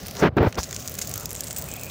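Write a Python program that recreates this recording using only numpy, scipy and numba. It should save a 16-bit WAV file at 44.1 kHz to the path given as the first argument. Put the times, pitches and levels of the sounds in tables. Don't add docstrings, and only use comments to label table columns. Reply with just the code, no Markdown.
import sys
import numpy as np
from scipy import signal
from scipy.fft import rfft, irfft
from scipy.io import wavfile
from scipy.ndimage import uniform_filter1d
from numba import njit

SR = 44100
rng = np.random.default_rng(int(sys.argv[2]) if len(sys.argv) > 2 else 0)


def undo_db(level):
    steps = np.asarray(level, float) / 20
    return 10 ** steps


def digitize_waveform(pressure):
    field = np.atleast_2d(pressure).T
    bounded = np.clip(field, -1, 1)
    quanta = np.round(bounded * 32767).astype(np.int16)
    wavfile.write(sys.argv[1], SR, quanta)


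N = 83790

# time_s, treble_passed_db, port_resonance_hz
PORT_OPENING = [(0, -2.5, 5550), (.15, -1.5, 5150), (.2, 2.5, 6240), (.215, -1, 5440), (.28, -9, 5900),
                (.295, -34, 6000), (.36, -26, 6000), (.372, -13, 5700), (.39, -12, 5700), (.396, -23, 5700),
                (.41, -11.5, 5700), (.5, -4.5, 5600), (.53, -8, 5850), (.568, -13, 5700), (.576, -2, 2880),
                (.587, 4, 4770), (.602, 3.5, 5930), (.64, -1.5, 6570), (1.2, -1, 6900), (1.6, -1, 8030),
                (1.9, -2, 7540)]
# time_s, level_db
BED_GAIN = [(0, 0), (.65, -2.5), (.8, 0.5), (.9, -1), (1.0, 3), (1.1, 0.5), (1.2, 1.5), (1.255, -2),
            (1.262, -8), (1.285, -4), (1.31, -5.5), (1.36, -2), (1.45, 1.5), (1.58, -3.5), (1.66, 1),
            (1.75, -0.5), (1.9, 0.5)]
SNAP_S = .0008


def rms_one(x):
    return x / np.sqrt(np.mean(x ** 2) + 1e-20)


def in_time(rows, outside=None):
    time_s, *columns = np.transpose(rows)
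    return [np.interp(np.arange(N) / SR, time_s, c, outside, outside) for c in columns]


def drift(rate_hz):
    r = np.exp(-80 * np.pi * rate_hz / SR)
    white = rng.standard_normal(N // 40 + 2002)
    slow = signal.lfilter([1], [1, -2 * r, r * r], white)[2000:]
    return np.interp(np.arange(N) / 40, np.arange(len(slow)), rms_one(slow - slow.mean()))


def band(x, low_hz, high_hz, order=2):
    sos = signal.butter(order, [low_hz, high_hz], "band", fs=SR, output="sos")
    return signal.sosfilt(sos, x + 1e-18)


def colour(x, spectrum):
    hz, db = np.transpose(spectrum)
    log_hz = np.log(np.fft.rfftfreq(N, 1 / SR) + 1)
    gain = undo_db(np.interp(log_hz, np.log(hz), db, -90, -90))
    return rms_one(irfft(rfft(x) * gain, N))


@njit
def resonance(x, hz, width_hz, sr):
    y, r = np.zeros(len(x)), np.exp(-np.pi * width_hz / sr)
    for i in range(2, len(x)):
        drive = (1 - r * r) / 2 * (x[i] - x[i - 2])
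        y[i] = drive + 2 * r * np.cos(2 * np.pi * hz[i] / sr) * y[i - 1] - r * r * y[i - 2]
    return y


def clicks(per_s, spread_db, cap):
    size = undo_db(spread_db * np.minimum(rng.exponential(1, N), cap))
    return size * rng.choice([-1, 1], N) * (rng.random(N) < per_s / SR)


def through_port(low, mid, high, top, port_hz):
    port_width_hz = 1800
    port = 2 * band(resonance(mid, port_hz, port_width_hz, SR), 1550, 7330)
    slope = 2 * band(high, 8300, 13800)
    peak = 3 * band(top, 14200, 15900, order=3)
    return np.array([band(low, 1300, 4300), port, slope, peak])


def roar():
    # pitch_hz, level_db
    flame_spectrum = [(13, -72), (22, -100), (51, -6), (108, 0.5), (261, -10), (335, -13.5), (578, -10.5),
                      (1500, -22.5), (5000, -30.5), (6500, -59), (11000, -120)]
    level_db, muffle_hz = -39, 2600
    dip_hz, dip_width_hz, dip_share, dip_end_s = 906, 200, 0.96, 1.26
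    white, together = colour(rng.standard_normal(N), flame_spectrum), drift(6.4)
    open_db, bed_gain_db = in_time(PORT_OPENING)[0], in_time(BED_GAIN)[0]
    edges_hz = 20 * 2. ** np.arange(0, 8.6, .7)
    out = np.zeros(N)
    for k, (low_hz, high_hz) in enumerate(zip(edges_hz, edges_hz[1:])):
        share = 0.044 + 0.8 / (1 + (muffle_hz / high_hz) ** 3)
        flicker_db = 0.87 * together + 1.12 * drift(17.0)
        source = np.roll(white, k % 2 * N // 2)
        out += band(source, max(low_hz, 30), high_hz) * undo_db(flicker_db + share * (open_db + bed_gain_db))
    depth = dip_share * np.clip((dip_end_s - np.arange(N) / SR) / 0.2, 0.3, 1)
    out = out - depth * resonance(out, np.full(N, float(dip_hz)), dip_width_hz, SR)
    return undo_db(level_db) * rms_one(out)


def fizz():
    crack_db = [-43.5, -38.5, -55, -51]
    hiss_db = [-59, -37.5, -54.5, -48]
    muffle_share = [0.63, 2.6, 1.35, 1.1]
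    cracks_per_s, spread_db, clump_db, grain_colour_db = 520, 2.2, 2, 2.5
    open_db, port_hz = in_time(PORT_OPENING)
    bed_gain_db = in_time(BED_GAIN)[0]
    cracks = clicks(cracks_per_s * undo_db(clump_db * drift(30)), spread_db, 2.0)
    bursts = signal.lfilter([1], [1, -np.exp(-1 / (SNAP_S * SR))], np.abs(cracks))
    flutter_db = 2.0 * drift(25)
    regions = []
    for region_crack_db, region_hiss_db, share in zip(crack_db, hiss_db, muffle_share):
        grains = rms_one(bursts * undo_db(grain_colour_db * drift(120)) * rng.standard_normal(N))
        hiss_level = undo_db(region_hiss_db + flutter_db + 1.4 * drift(3.5))
        hiss = hiss_level * rng.standard_normal(N)
        regions.append(undo_db(share * open_db + bed_gain_db) * (undo_db(region_crack_db) * grains + hiss))
    return through_port(*regions, port_hz).sum(axis=0)


def pops():
    # start_s, peak_db, low_db, high_db, top_db
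    snaps = [(0.062, -35, 5, 3, -18), (0.0684, -27, -16, -0.5, -12), (0.0829, -29.5, 0.5, 0.5, -5),
             (0.1107, -29.5, -1, 1, -19), (0.1526, -35.5, 5, 2, -6), (0.3692, -43.5, 7, -1, -3),
             (0.5259, -37, 8.5, -18, -28), (0.5547, -26, -4.5, -25, -23),
             (0.7101, -24, -11, -20, -14), (0.728, -18.5, -10, -16, -27),
             (0.7462, -23.5, -15, -5, -23), (0.7637, -17, -8.5, -16, -27),
             (0.8765, -15, -27, -6.5, -22), (0.8823, -20, -17, -25, -20), (0.896, -27, -13, -1, -4),
             (0.9413, -30.5, -20, 1, -3), (0.9894, -19.5, -12, 0, -25), (1.0166, -24, -1, -15, -31),
             (1.094, -33.5, -23, 7, -6), (1.1134, -26, -6, -3, -12), (1.1395, -18.5, -14, -2.5, -11),
             (1.1577, -21, -11, -3.5, -10), (1.178, -20.5, -21, -2, -7), (1.257, -17, -13, -7, -11),
                  (1.3067, -23.5, -10, -2, -13), (1.3303, -26, -16, 2.5, -10), (1.3516, -23, -11, -1, -21),
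                  (1.3626, -21, -20, -28, -25), (1.4071, -16, -13.5, -3.5, -14),
                  (1.4358, -23, -28, -13, -30), (1.442, -24.5, -45, 4, -33), (1.502, -28, -11, -19, -20),
                  (1.5141, -25, -19, -22, -18), (1.529, -26.5, -23, -24, -6), (1.5636, -19, -14, -11, -18),
                  (1.6227, -21.5, -43, -9, -11), (1.6408, -31.5, -21, -13, 0), (1.7146, -22, -15, -20, -18),
                  (1.7384, -22, -26, -6, -8), (1.8342, -24.5, -16, -10, -5), (1.845, -35, -23, -9, 1),
             (0.545, -35, -1, -25, -30), (0.691, -33, -14, -12, -15), (0.793, -36.5, -8, -2, -6),
                   (.803, -35, -12, 2, -8), (0.8234, -33, -10, -13, -19), (0.845, -35, -10, -13, -17),
                   (0.858, -33, -5, -12, -12), (.918, -29, -8, -1, -8), (.9524, -23, -14, -6, -15),
                   (1.047, -31, -11, -4, -12), (1.198, -31, -12, 3, -16), (1.2328, -31, -18, -5, -12),
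                   (1.2925, -29, -14, -3, -12), (1.3138, -23.5, -10.5, -6, -14),
                   (1.3222, -31, -16, -14, -15), (1.5083, -23, -7, -12, -15), (1.5466, -35, -18, -10, -12),
                   (1.6149, -25, -12, -8, -12), (1.6622, -31, -14, -11, -12), (1.6872, -28.5, -13, -14, -6),
                   (1.765, -32, -15, -6, -2), (1.796, -27, -24, -13, -14), (1.8654, -33, -12, -8, -4),
                   (.4275, -48, -20, 2, -2), (0.432, -45, -20, -6, 2), (1.2083, -30, -10, -4, -5),
                   (1.654, -40, -11, -3, -6), (1.812, -26, -21, -10, -10), (1.857, -33, -21, -5, -6)]
    # start_s, peak_db, low_db, top_db, length_s
    sputters = [
        (0.631, -20.5, -10.5, -24, 0.014),
        (0.986, -18, -22, -18, 0.0066),
        (1.0148, -18, -15, -26, 0.016),
        (1.072, -21.5, -15, -11, 0.0076),
        (1.4683, -26, -14, -20, 0.0071),
        (1.48, -25.5, -16, -21, 0.0048),
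        (1.5668, -18.5, -23, -15, 0.011),
        (1.582, -25, -21, -5, 0.015),
    ]
    region_db = [3.3, 2.83, 5.2, 12]
    tail_tilt_db = [3.5, 1, 4, -15]
    echo_s, echo_db, tail_s, tail_db = .002, -9, .007, -16
    crack_s, crack_db, sputter_high_db = .0001, 5, -11

    t = np.arange(2000) / SR
    out, port_hz = np.zeros(N + len(t)), in_time(PORT_OPENING)[1]

    def decay(start_s, tau_s):
        return np.exp(-np.maximum(t - start_s, 0) / tau_s) * (t >= start_s)

    rows = [(*row, 0) for row in snaps]
    rows += [(s, db, low_db, sputter_high_db, top_db, length_s) for s, db, low_db, top_db, length_s in sputters]
    for s, db, low_db, high_db, top_db, length_s in rows:
        noise, i = rng.standard_normal((5, len(t))), int(s * SR)
        noise[0, :2] = 2, -2
        if length_s == 0:
            body = decay(0, SNAP_S) + undo_db(crack_db) * decay(0, crack_s)
        else:
            uneven_db = 4 * uniform_filter1d(noise[4], size=40) * np.sqrt(40)
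            body = (t < length_s) * undo_db(uneven_db - 500 * t)
        echo = undo_db(echo_db) * decay(length_s + echo_s, SNAP_S)
        tail = undo_db(tail_db) * decay(length_s, tail_s)
        shape = body + undo_db(np.c_[tail_tilt_db]) * (echo + tail)
        source = shape * (noise[0] + .6 * noise[:4])
        parts = through_port(*source, np.full(len(t), port_hz[i]))
        peaks = undo_db(db + np.add(region_db, [low_db, 0, high_db, top_db]))
        out[i:i + len(t)] += (peaks / np.abs(parts).max(axis=1)) @ parts
    return out[:N]


def finger():
    # time_s, level_db, brightness_db
    strokes = [
        [(.15, -52.5, 6), (.19, -35.5, -5), (.216, -30.5, -3.5), (.226, -13, -7.5), (.25, -13, -6.5),
         (.275, -20, -4), (.29, -28, -8.5), (.3, -63, -22)],
        [(.364, -46, -16), (.368, -13.5, -19.5), (.385, -18, -2), (.395, -18, -17), (.43, -15.5, -10.5),
         (.46, -21, -10), (.476, -18.5, -9.5), (.485, -44, 4), (.5, -54, 4)],
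        [(.55, -40, -30), (.57, -36.5, -4), (.585, -19, -5), (.592, -33, -3), (.605, -50, 12)],
    ]
    # pitch_hz, level_db_per_hz
    dull_spectrum = [(15, -48), (25, -8.5), (180, -0.5), (253, -2), (415, -0.5), (649, -12), (940, -22),
                     (1000, -63), (1300, -55), (2200, -120)]
    scratch_spectrum = [(530, -10), (900, -4.5), (1620, -8), (2920, -18.5), (4670, -28.5), (9000, -49),
                        (11700, -86), (19800, -120)]
    # start_s, peak_db, pitch_hz
    pumps = [
        (0.285, -14.5, 105),
        (0.323, -19.5, 101),
        (.3675, -13, 530),
        (0.403, -5.5, 92),
        (0.469, -6, 101),
        (.582, -15.5, 64),
    ]
    slips_per_s, slip_spread_db, pump_cycles = 830, 4.2, 0.79
    slips = rms_one(clicks(slips_per_s, slip_spread_db, 1.7)) + 1.22 * rng.standard_normal(N)
    dull, scratch = colour(slips, dull_spectrum), colour(slips, scratch_spectrum)
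    dull = dull / np.sqrt(uniform_filter1d(dull ** 2, size=600) + 0.097)
    out = np.zeros(N)
    for stroke in strokes:
        db, bright_db = in_time(stroke, -120)
        out += undo_db(db) * (dull + undo_db(bright_db) * scratch)
    for s, db, hz in pumps:
        turns = np.maximum(np.arange(N) / SR - s, 0) * hz
        out += undo_db(db) * 4 * np.sin(2 * np.pi * turns) * turns * np.exp(-2 * turns / pump_cycles)
    return band(np.tanh(out), 50, 7000)


def whistles():
    # start_s, length_s, pitch_hz, width_hz, level_db
    jets = [
        (1.68, .26, 2480, 300, -47.5),
        (1.15, .1, 1350, 280, -47.5),
        (1.2, .06, 850, 300, -50),
        (1.18, .055, 600, 90, -47),
        (1.7, .045, 3130, 200, -54),
    ]
    t, out = np.arange(N) / SR, np.zeros(N)
    for s, length_s, hz, width_hz, db in jets:
        track_hz = hz * (1 + 0.012 * drift(21))
        tone = resonance(rng.standard_normal(N), track_hz, width_hz, SR)
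        tone = resonance(tone, track_hz, width_hz, SR) * undo_db(2.5 * drift(30))
        level = np.sqrt(uniform_filter1d(tone ** 2, size=2400))
        fade = np.clip(np.minimum(t - s, s + length_s - t) / 0.012, 0, 1)
        out += undo_db(db) * tone / level * fade
    return out


def scene():
    return (roar() + fizz() + pops() + finger() + whistles())[None]


def band_limit(x):
    return signal.sosfilt(signal.butter(12, 16970, fs=SR, output="sos"), x)


def record(dry):
    limit_db, limit_ratio, release_db_per_s, cutoff_hz = -19.5, 0.4, 313, 16600
    fall_db = release_db_per_s * np.arange(N) / SR
    treble_db = 20 * np.log10(np.abs(band(dry[0], 3800, 14700)) + 1e-9)
    over_db = np.maximum(treble_db - limit_db, 0)
    held_db = np.maximum.accumulate(over_db + fall_db) - fall_db
    gain = undo_db(-limit_ratio * signal.lfilter([.01], [1, -.99], held_db))
    top_cut = signal.cheby2(8, 40, cutoff_hz, fs=SR, output="sos")
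    return band_limit(signal.sosfilt(top_cut, dry * gain))


dry = scene()
out = record(dry)
digitize_waveform(out)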